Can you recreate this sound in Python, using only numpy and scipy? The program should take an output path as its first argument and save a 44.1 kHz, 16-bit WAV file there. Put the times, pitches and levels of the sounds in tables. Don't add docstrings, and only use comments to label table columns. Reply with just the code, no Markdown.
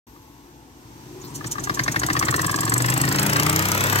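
import sys
import numpy as np
from scipy import signal
from scipy.fft import rfft, irfft
from scipy.io import wavfile

SR = 44100
rng = np.random.default_rng(int(sys.argv[2]) if len(sys.argv) > 2 else 0)


def write(x):
    x = np.atleast_2d(x).T
    wavfile.write(sys.argv[1], SR, np.round(np.clip(x, -1, 1) * 32767).astype(np.int16))


N = 176400
RELEASE_S, PORT_OPEN_S = 1.2, 2.782

# time_s, turns_per_s
SPEED = [(1.2, 2.599), (1.45, 6.37), (1.7, 9.662), (2.0, 13.804), (2.4, 19.353), (2.8, 24.58),
         (3.2, 28.703), (3.6, 31.814), (4.0, 34.264)]
# time_s, chuff_db, leak_db
PUFF_LEVELS = [(1.1, -66, -58), (1.22, -45, -49), (1.36, -28.5, -43), (1.47, -28, -32), (1.53, -21, -41),
               (1.65, -22.5, -50), (1.85, -21, -37), (2.3, -14.5, -37), (2.6, -15, -34), (2.8, -12.5, -29),
               (3.2, -14, -43), (3.7, -16.5, -45), (4.0, -15.5, -28)]
# freq_hz, level_db
SLOW_CHUFF = [(500, -35), (2000, -19.5), (5000, -9), (5800, 0), (6450, 1), (7300, 1.5), (7900, -10.5),
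              (8300, 4), (8800, -17.5), (11000, -9.5), (13500, -14.5), (15600, -23)]
FAST_CHUFF = [(500, -21), (2000, -34), (4000, -13.5), (5600, -5.5), (6800, -3), (7300, 2), (7550, 8),
              (7800, 10), (8050, 4), (8450, -0.5), (8900, -13.5), (10300, -12.5), (12500, -8), (14000, -15),
              (15600, -18)]
RACING_CHUFF = [(500, -11), (2000, -1.5), (4000, -6.5), (5000, 0.5), (6500, -1), (8300, 4.5), (9000, -15),
                (10300, -5), (12500, -2), (14000, -7), (15600, -22)]
CHUFF_SPEEDS = [9, 23, 31.5]
# start_s, level_db
TICK_AND_TAPS = [(0.161, -50.5), (1.408, -35), (1.5545, -30.5), (1.6716, -26.5), (1.772, -26.5),
                 (1.8614, -27), (1.9434, -26.5), (2.0163, -24.5), (2.086, -21.5), (2.1509, -23),
                 (2.2112, -23), (2.269, -28), (2.3248, -25), (2.379, -28), (2.4292, -26), (2.4792, -27),
                 (2.5278, -30), (2.5763, -30), (2.618, -30), (2.664, -27), (2.7073, -31), (2.7508, -27),
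                 (2.7904, -37)]
# start_s, ring_db, hardness (0-1), crack_db
CLACKS = [(1.4426, -33, 0.54, -37.5), (1.5812, -25, 0.27, -39), (1.695, -19, 0.2, -29),
          (1.7927, -18.5, 1, -26.5), (1.879, -19.5, 1, -27), (1.9596, -18, 0.94, -26.5),
          (2.0322, -18.5, 0.7, -26.5), (2.0998, -16, 0.8, -28.5), (2.1644, -21.5, 0.7, -27.5),
          (2.2251, -16, 0.95, -27), (2.2833, -18, 0.94, -29), (2.3399, -17.5, .8, -25.5),
          (2.392, -20, 0.55, -29), (2.4443, -20.5, 0.34, -27), (2.4938, -22.5, 0.05, -28),
          (2.5411, -22.5, 0, -27), (2.5867, -24, .25, -27), (2.6309, -25.5, 0.1, -31),
          (2.6762, -23, 0.4, -29), (2.7189, -17, 0.53, -31), (2.7607, -21, 0.7, -48),
          (2.8017, -22, 0.7, -29.5), (2.843, -23, 1, -29.5), (2.884, -23.5, 0.5, -29.5),
          (2.9222, -23.5, 0.9, -27), (2.9651, -23, 0.6, -34), (2.9995, -28, 0.8, -33),
          (3.0358, -22, 0.8, -30), (3.0767, -27, 0.9, -26), (3.1137, -29, 0.5, -27.5),
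          (3.1449, -29, .7, -26), (3.1851, -32, 0.8, -20), (3.217, -26, 0.4, -29), (3.2927, -28, 1, -27),
          (3.3265, -24, 1, -28), (3.359, -19.5, 0.84, -26), (3.3944, -25.5, .8, -26),
          (3.424, -24, .7, -28.5)]
# delay_s, level_db
BOUNCES = [(0, 1), (.0024, -12.5), (.0056, -7.5)]
# pitch_hz, hard_blow_db, t60_s, soft_blow_db
FRAME_MODES = [(770, -23, 0.055, -25.5), (1022, -4, 0.02, -8), (1130, 0, 0.015, 1),
               (1240, -2.5, 0.017, -4.5), (1624, -0.5, 0.02, -8.5), (1760, 2.5, 0.02, -9.5),
               (1848, 3, 0.023, -35), (2030, -4, .021, -21), (2140, -8.5, 0.029, -32),
               (2725, -14, 0.016, -31), (3720, -15, 0.015, -36), (4420, -21, 0.021, -28)]
# freq_hz, level_db
CRACK_COLOUR = [(400, 3), (1500, -1), (2700, 0), (3500, -3.5), (5000, 3.5), (6200, -6.5), (8200, -9),
                (9500, -17), (13000, -14.5), (15600, -39)]
# time_s, lag_turns
CLACK_LAG = [(1.44, .45), (1.9, .462), (2.28, .482), (2.42, .525), (2.8, .53), (3.0, .63), (3.2, .74),
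             (3.55, .91), (4.0, .95)]
# pitch_hz, level_db, t60_s
BASE_MODES = [(96.7, -16, 0.28), (121.8, 1, 0.2), (158.4, 0.5, 0.13), (202.3, -3.5, 0.093),
              (244, -14.5, 0.17), (313.2, 6, 0.097), (421, -11.5, 0.17), (463, -6.5, 0.094), (620, -8, 0.1)]
# time_s, thump_db, rattle_db
SHAKE_LEVELS = [(1.1, -58, -67), (1.25, -50, -58), (1.45, -37.5, -52), (1.65, -34, -44), (1.85, -29, -41),
                (2.3, -29, -32), (2.7, -28, -39.5), (2.9, -29, -29.5), (3.1, -27.5, -28.5), (3.4, -42, -24),
                (3.58, -44, -26), (3.7, -44, -25.5), (4.0, -44, -23.5)]
# freq_hz, level_db
RATTLE_COLOUR = [(60, -8.5), (130, -2.5), (310, -1), (500, -4), (730, -3.5), (1150, 0.5), (1500, -1),
                 (1900, -1.5), (2600, -7), (3600, -13.5), (5000, -23.5), (8000, -30), (9500, -37),
                 (13000, -31), (15600, -19)]
DRONE_MULTIPLES = [3, 4, 5, 6, 7, 10, 11, 14]
# time_s, then one level_db for each partial
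DRONE_LEVELS = [(2.5, -45, -45, -31, -53, -44, -63, -58, -56),
                (2.8, -54, -49, -26.5, -50, -38, -48, -37, -48),
                (3.02, -52, -43, -24.5, -33, -40, -31, -38.5, -42),
                (3.28, -49, -30.5, -27, -38, -28, -33, -35.5, -37.5),
                (3.55, -29, -31.5, -25, -36, -71, -28, -55, -38.5),
                (3.72, -32.5, -31.5, -37, -34.5, -40, -37, -46, -44),
                (4.0, -27, -28.5, -37, -48, -54, -49, -48, -50)]
# start_s, length_s, start_hz, end_hz, level_db
SQUIRTS = [(1.209, 0.022, 6300, 6650, -43.5), (1.226, 0.054, 3880, 5230, -45.5),
           (1.235, .04, 13100, 14800, -48), (1.296, .022, 7000, 9100, -47), (1.455, 0.027, 5500, 8130, -43),
           (1.59, 0.023, 5880, 7970, -33.5)]
# time_s, level_db
GROAN_LEVELS = [(.9, -83), (1.05, -49.5), (1.16, -38), (1.28, -56), (1.45, -44), (1.7, -59), (2.0, -65)]
# time_s, hiss_db, rub_db
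HISS_RUB_LEVELS = [(.1, -55, -55.5), (.7, -55.5, -54), (.95, -51, -45.5), (1.15, -48.5, -42.5),
                   (1.3, -47, -37.5), (1.8, -40.5, -33), (2.6, -37, -30.5), (4.0, -29.5, -44)]
# freq_hz, level_db
RUB_COLOUR = [(45, -53.5), (58, -5), (85, -10.5), (125, 6), (200, -12.5), (290, 0), (380, -6.5), (550, -23),
              (1000, -11.5), (1600, -31.5), (5000, -45)]
HISS_COLOUR = [(1000, 4), (2500, 0), (4800, -0.5), (6100, 2), (7300, -4), (8000, -0.5), (9800, -11),
               (13200, -4), (15600, -17)]
SIZZLE_COLOUR = [(9500, -25), (12700, 2), (15000, -17)]
ROOM_COLOUR = [(40, 9), (60, -8), (85, -2.5), (150, -2), (190, -8), (290, -0.5), (370, -9.5), (480, -12),
               (600, -21.5), (850, -8.5), (1250, -35), (3000, -28), (8000, -58)]
# harmonic_number, level_db
HUM_PARTIALS = [(1, -56.5), (2, -83), (5, -57.5), (6, -60.5), (14, -81), (15, -63), (16, -63.5), (17, -66),
                (18, -68.5), (19, -64)]
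# freq_hz, left_minus_right_db
BALANCE = [(60, 2.5), (300, 3.5), (700, 4.5), (1300, 1.5), (2400, 3.5), (4400, -0.5), (5600, -0.5),
           (6500, -6.5), (7700, -3), (9000, 4.5), (12500, 8), (16000, 13.5)]


def steam(t, turns, rise_turns=.044, decay_turns=.07, spit_db=4, scatter_db=.86):
    def past(place):
        return (turns - place + .5) % 1 - .5

    opened = past(-.02)
    chuff = np.exp(np.where(opened < 0, -.5 * (opened / rise_turns) ** 2, -opened / decay_turns))
    leak = np.exp(-.5 * (past(.637) / .056) ** 2)
    spit = undb(spit_db * np.repeat(rng.standard_normal(N // 32 + 1), 32)[:N])
    jet = rng.standard_normal(N) * spit / np.sqrt(np.mean(spit ** 2))
    stroke = np.round(turns - np.floor(turns[0])).astype(int)
    accent_db = scatter_db * rng.standard_normal(N // 100)[stroke]
    puffs = chuff * undb(curve(PUFF_LEVELS, t) + accent_db) + leak * undb(curve(PUFF_LEVELS, t, 2))
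    flow = jet * (t > RELEASE_S) * puffs
    shares = (np.interp(curve(SPEED, t), CHUFF_SPEEDS, row) for row in np.eye(3))
    colours = (SLOW_CHUFF, FAST_CHUFF, RACING_CHUFF)
    return sum(through(flow * share, unit(response(colour))) for share, colour in zip(shares, colours))


def finger_and_crank(t, crack_decay_s=.0033):
    times, ring_db, hardness, crack_db = np.array(CLACKS).T
    light_hits = bouncing(*np.array(TICK_AND_TAPS).T)
    clack = bouncing(times, ring_db)
    hard = np.interp(t, times, hardness)
    fade = np.exp(-np.arange(SR // 30) / SR / crack_decay_s)
    crack_power = np.abs(through(bouncing(times, crack_db) ** 2, fade / fade.sum()))
    crack = np.sqrt(crack_power) * noise(CRACK_COLOUR)
    bright = ring([(hz, db, t60) for hz, db, t60, _ in FRAME_MODES])
    dull = ring([(hz, db, t60) for hz, _, t60, db in FRAME_MODES])
    return crack + through(clack * hard, bright) + through(light_hits + clack * (1 - hard), dull)


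def bouncing(times, db, timing_scatter=.151, scatter_db=.38):
    out = 0
    for delay, bounce_db in BOUNCES:
        late, hard = rng.standard_normal((len(times), 2)).T
        landings = times + delay * (1 + timing_scatter * late)
        out += knocks(landings, db + bounce_db + scatter_db * hard)
    return out


def thumps(delay_s=.00719, softness_s=.00086):
    times = np.array(CLACKS)[:, 0]
    push = blows(times + delay_s, curve(SHAKE_LEVELS, times))
    push += knocks(np.array([1.24]), db=-34)
    cushion = np.exp(-np.arange(SR // 50) / SR / softness_s)
    return through(push, unit(signal.fftconvolve(ring(BASE_MODES), cushion)))


def rattle(t, clack_turns, contacts_per_s=2500, scatter_db=4.5, swing_db=2, lag_turns=.12):
    contacts = (rng.random(N) < contacts_per_s / SR) * rng.choice([-1, 1], N)
    contacts = contacts * undb(scatter_db * rng.standard_normal(N))
    chatter = contacts / np.std(contacts) + undb(-3) * buzz(clack_turns)
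    surge_db = swing_db * np.cos(2 * np.pi * (clack_turns - lag_turns))
    return through(chatter * undb(curve(SHAKE_LEVELS, t, 2) + surge_db), unit(response(RATTLE_COLOUR)))


def buzz(clack_turns, count=24, jitter_s=.00008):
    out = 0
    for angle in (np.arange(count) + rng.random(count)) / count:
        turns = clack_turns - angle
        times = np.interp(np.arange(np.ceil(turns[0]), turns[-1]), turns, np.arange(N) / SR)
        out += rng.choice([-1, 1]) * blows(times + jitter_s * rng.standard_normal(len(times)), 0)
    return out / np.sqrt(count)


def drone(t, clack_turns, fade_in_s=2):
    out = 0
    for column, multiple in enumerate(DRONE_MULTIPLES, 1):
        partial = np.sin(2 * np.pi * (multiple * clack_turns + rng.random()))
        out += undb(curve(DRONE_LEVELS, t, column)) * partial
    return np.clip((t - RELEASE_S) / fade_in_s, 0, 1) * np.sqrt(2) * out


def squirts(t, half_width_hz=670):
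    fizz = signal.sosfilt(signal.butter(2, half_width_hz, fs=SR, output="sos"), rng.standard_normal(N))
    out = 0
    for start, length, low, high, db in SQUIRTS:
        progress = np.clip((t - start) / length, 0, 1)
        glide = np.sin(2 * np.pi * np.cumsum(low + (high - low) * progress) / SR)
        out += undb(db) * np.sin(np.pi * progress) * glide
    return out * np.sqrt(2) * fizz / np.std(fizz)


def shaft(t, groan_hz=365, t60_s=.14):
    groan = through(rng.standard_normal(N), ring([(groan_hz, 0, t60_s)]))
    rub = noise(RUB_COLOUR)
    return groan * undb(curve(GROAN_LEVELS, t)) + rub * undb(curve(HISS_RUB_LEVELS, t, 2))


def seep(t, sizzle_db=-58.5, drying_db_per_s=26):
    hiss = np.array([noise(HISS_COLOUR), noise(HISS_COLOUR)])
    sizzle = np.array([noise(SIZZLE_COLOUR), noise(SIZZLE_COLOUR)])
    return hiss * undb(curve(HISS_RUB_LEVELS, t)) + sizzle * undb(sizzle_db - drying_db_per_s * t)


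def room(t, hum_hz=57.9, floor_db=-45):
    hum = sum(undb(db) * np.sin(2 * np.pi * (k * hum_hz * t + rng.random())) for k, db in HUM_PARTIALS)
    return np.sqrt(2) * hum + undb(floor_db) * noise(ROOM_COLOUR)


def basin(x, right_lag_s=.0003, basin_t60_s=.018, room_t60_s=.22, room_db=-15, sway_s=.12):
    t = np.arange(SR // 4) / SR
    low_cut = signal.butter(2, 850, "high", fs=SR, output="sos")
    hop = int(sway_s * SR)
    padded, window = np.pad(x, (hop, 2 * hop)), np.hanning(2 * hop)
    out = np.zeros((2, len(padded) + len(t)))
    for side, lag in enumerate((0, right_lag_s)):
        for start in range(0, N + hop, hop):
            near, far = (unit(rng.standard_normal(len(t)) * decay(t, t60) * (t > .0006))
                         for t60 in (basin_t60_s, room_t60_s))
            ir = signal.sosfilt(low_cut, near + undb(room_db) * far)
            ir[int(lag * SR)] += 1
            piece = signal.fftconvolve(padded[start:start + 2 * hop] * window, even(ir))
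            out[side, start:start + len(piece)] += piece
    return out[:, hop:hop + N]


def even(ir, amount=.62):
    spectrum = rfft(np.pad(ir, (256, 0)), 16384)
    return unit(irfft(spectrum / np.abs(spectrum) ** amount)[256:256 + len(ir)])


def blows(times, db):
    x = np.zeros(N)
    at = (times * SR).astype(int)
    keep = (times > RELEASE_S) & (at < N)
    x[at[keep]] = (undb(db) * np.sqrt(SR / curve(SPEED, times)))[keep]
    return x


def knocks(times, db, knock_s=.01):
    x = np.zeros(N)
    x[np.clip((times * SR).astype(int), 0, N - 1)] = undb(db) * np.sqrt(SR * knock_s)
    return x


def ring(modes):
    t = np.arange(SR // 2) / SR
    return unit(sum((-1) ** k * undb(db) * np.sin(2 * np.pi * hz * t) * decay(t, t60)
                    for k, (hz, db, t60) in enumerate(modes)))


def noise(colour):
    return through(rng.standard_normal(N), unit(response(colour)))


def response(colour, size=8192):
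    hz, db = np.array(colour, float).T
    f = np.maximum(np.fft.rfftfreq(size, 1 / SR), 1)
    cepstrum = irfft(np.log(undb(np.interp(np.log(f), np.log(hz), db))))
    cepstrum[1:size // 2] *= 2
    cepstrum[size // 2 + 1:] = 0
    return irfft(np.exp(rfft(cepstrum)))


def through(x, ir):
    return signal.fftconvolve(x, ir)[:N]


def curve(table, t, column=1):
    rows = np.array(table, float)
    return np.interp(t, rows[:, 0], rows[:, column])


def decay(t, t60_s):
    return np.exp(-np.log(1000) * t / t60_s)


def unit(ir):
    return ir / np.sqrt(np.sum(ir ** 2))


def undb(db):
    return 10 ** (np.asarray(db) / 20)


def scene():
    t = np.arange(N) / SR
    turns = np.cumsum(curve(SPEED, t)) / SR
    turns -= np.interp(PORT_OPEN_S, t, turns)
    clack_turns = turns - curve(CLACK_LAG, t)
    engine = steam(t, turns) + squirts(t) + finger_and_crank(t)
    body = thumps() + rattle(t, clack_turns) + shaft(t) + drone(t, clack_turns)
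    return basin(engine + body + room(t)) + seep(t)


def record(dry, start_s=.067, low_cut_hz=51.6, high_cut_hz=15800):
    low_cut = signal.butter(6, low_cut_hz, "high", fs=SR, output="sos")
    high_cut = signal.ellip(10, .2, 80, high_cut_hz, fs=SR, output="sos")
    fade_in = np.clip((np.arange(N) / SR - start_s) / .004, 0, 1)
    sides = np.array([through(x, response([(hz, side * db / 2) for hz, db in BALANCE]))
                      for x, side in zip(dry, (1, -1))])
    return signal.sosfilt(high_cut, signal.sosfilt(low_cut, sides * fade_in))


dry = scene()
out = record(dry)
write(out)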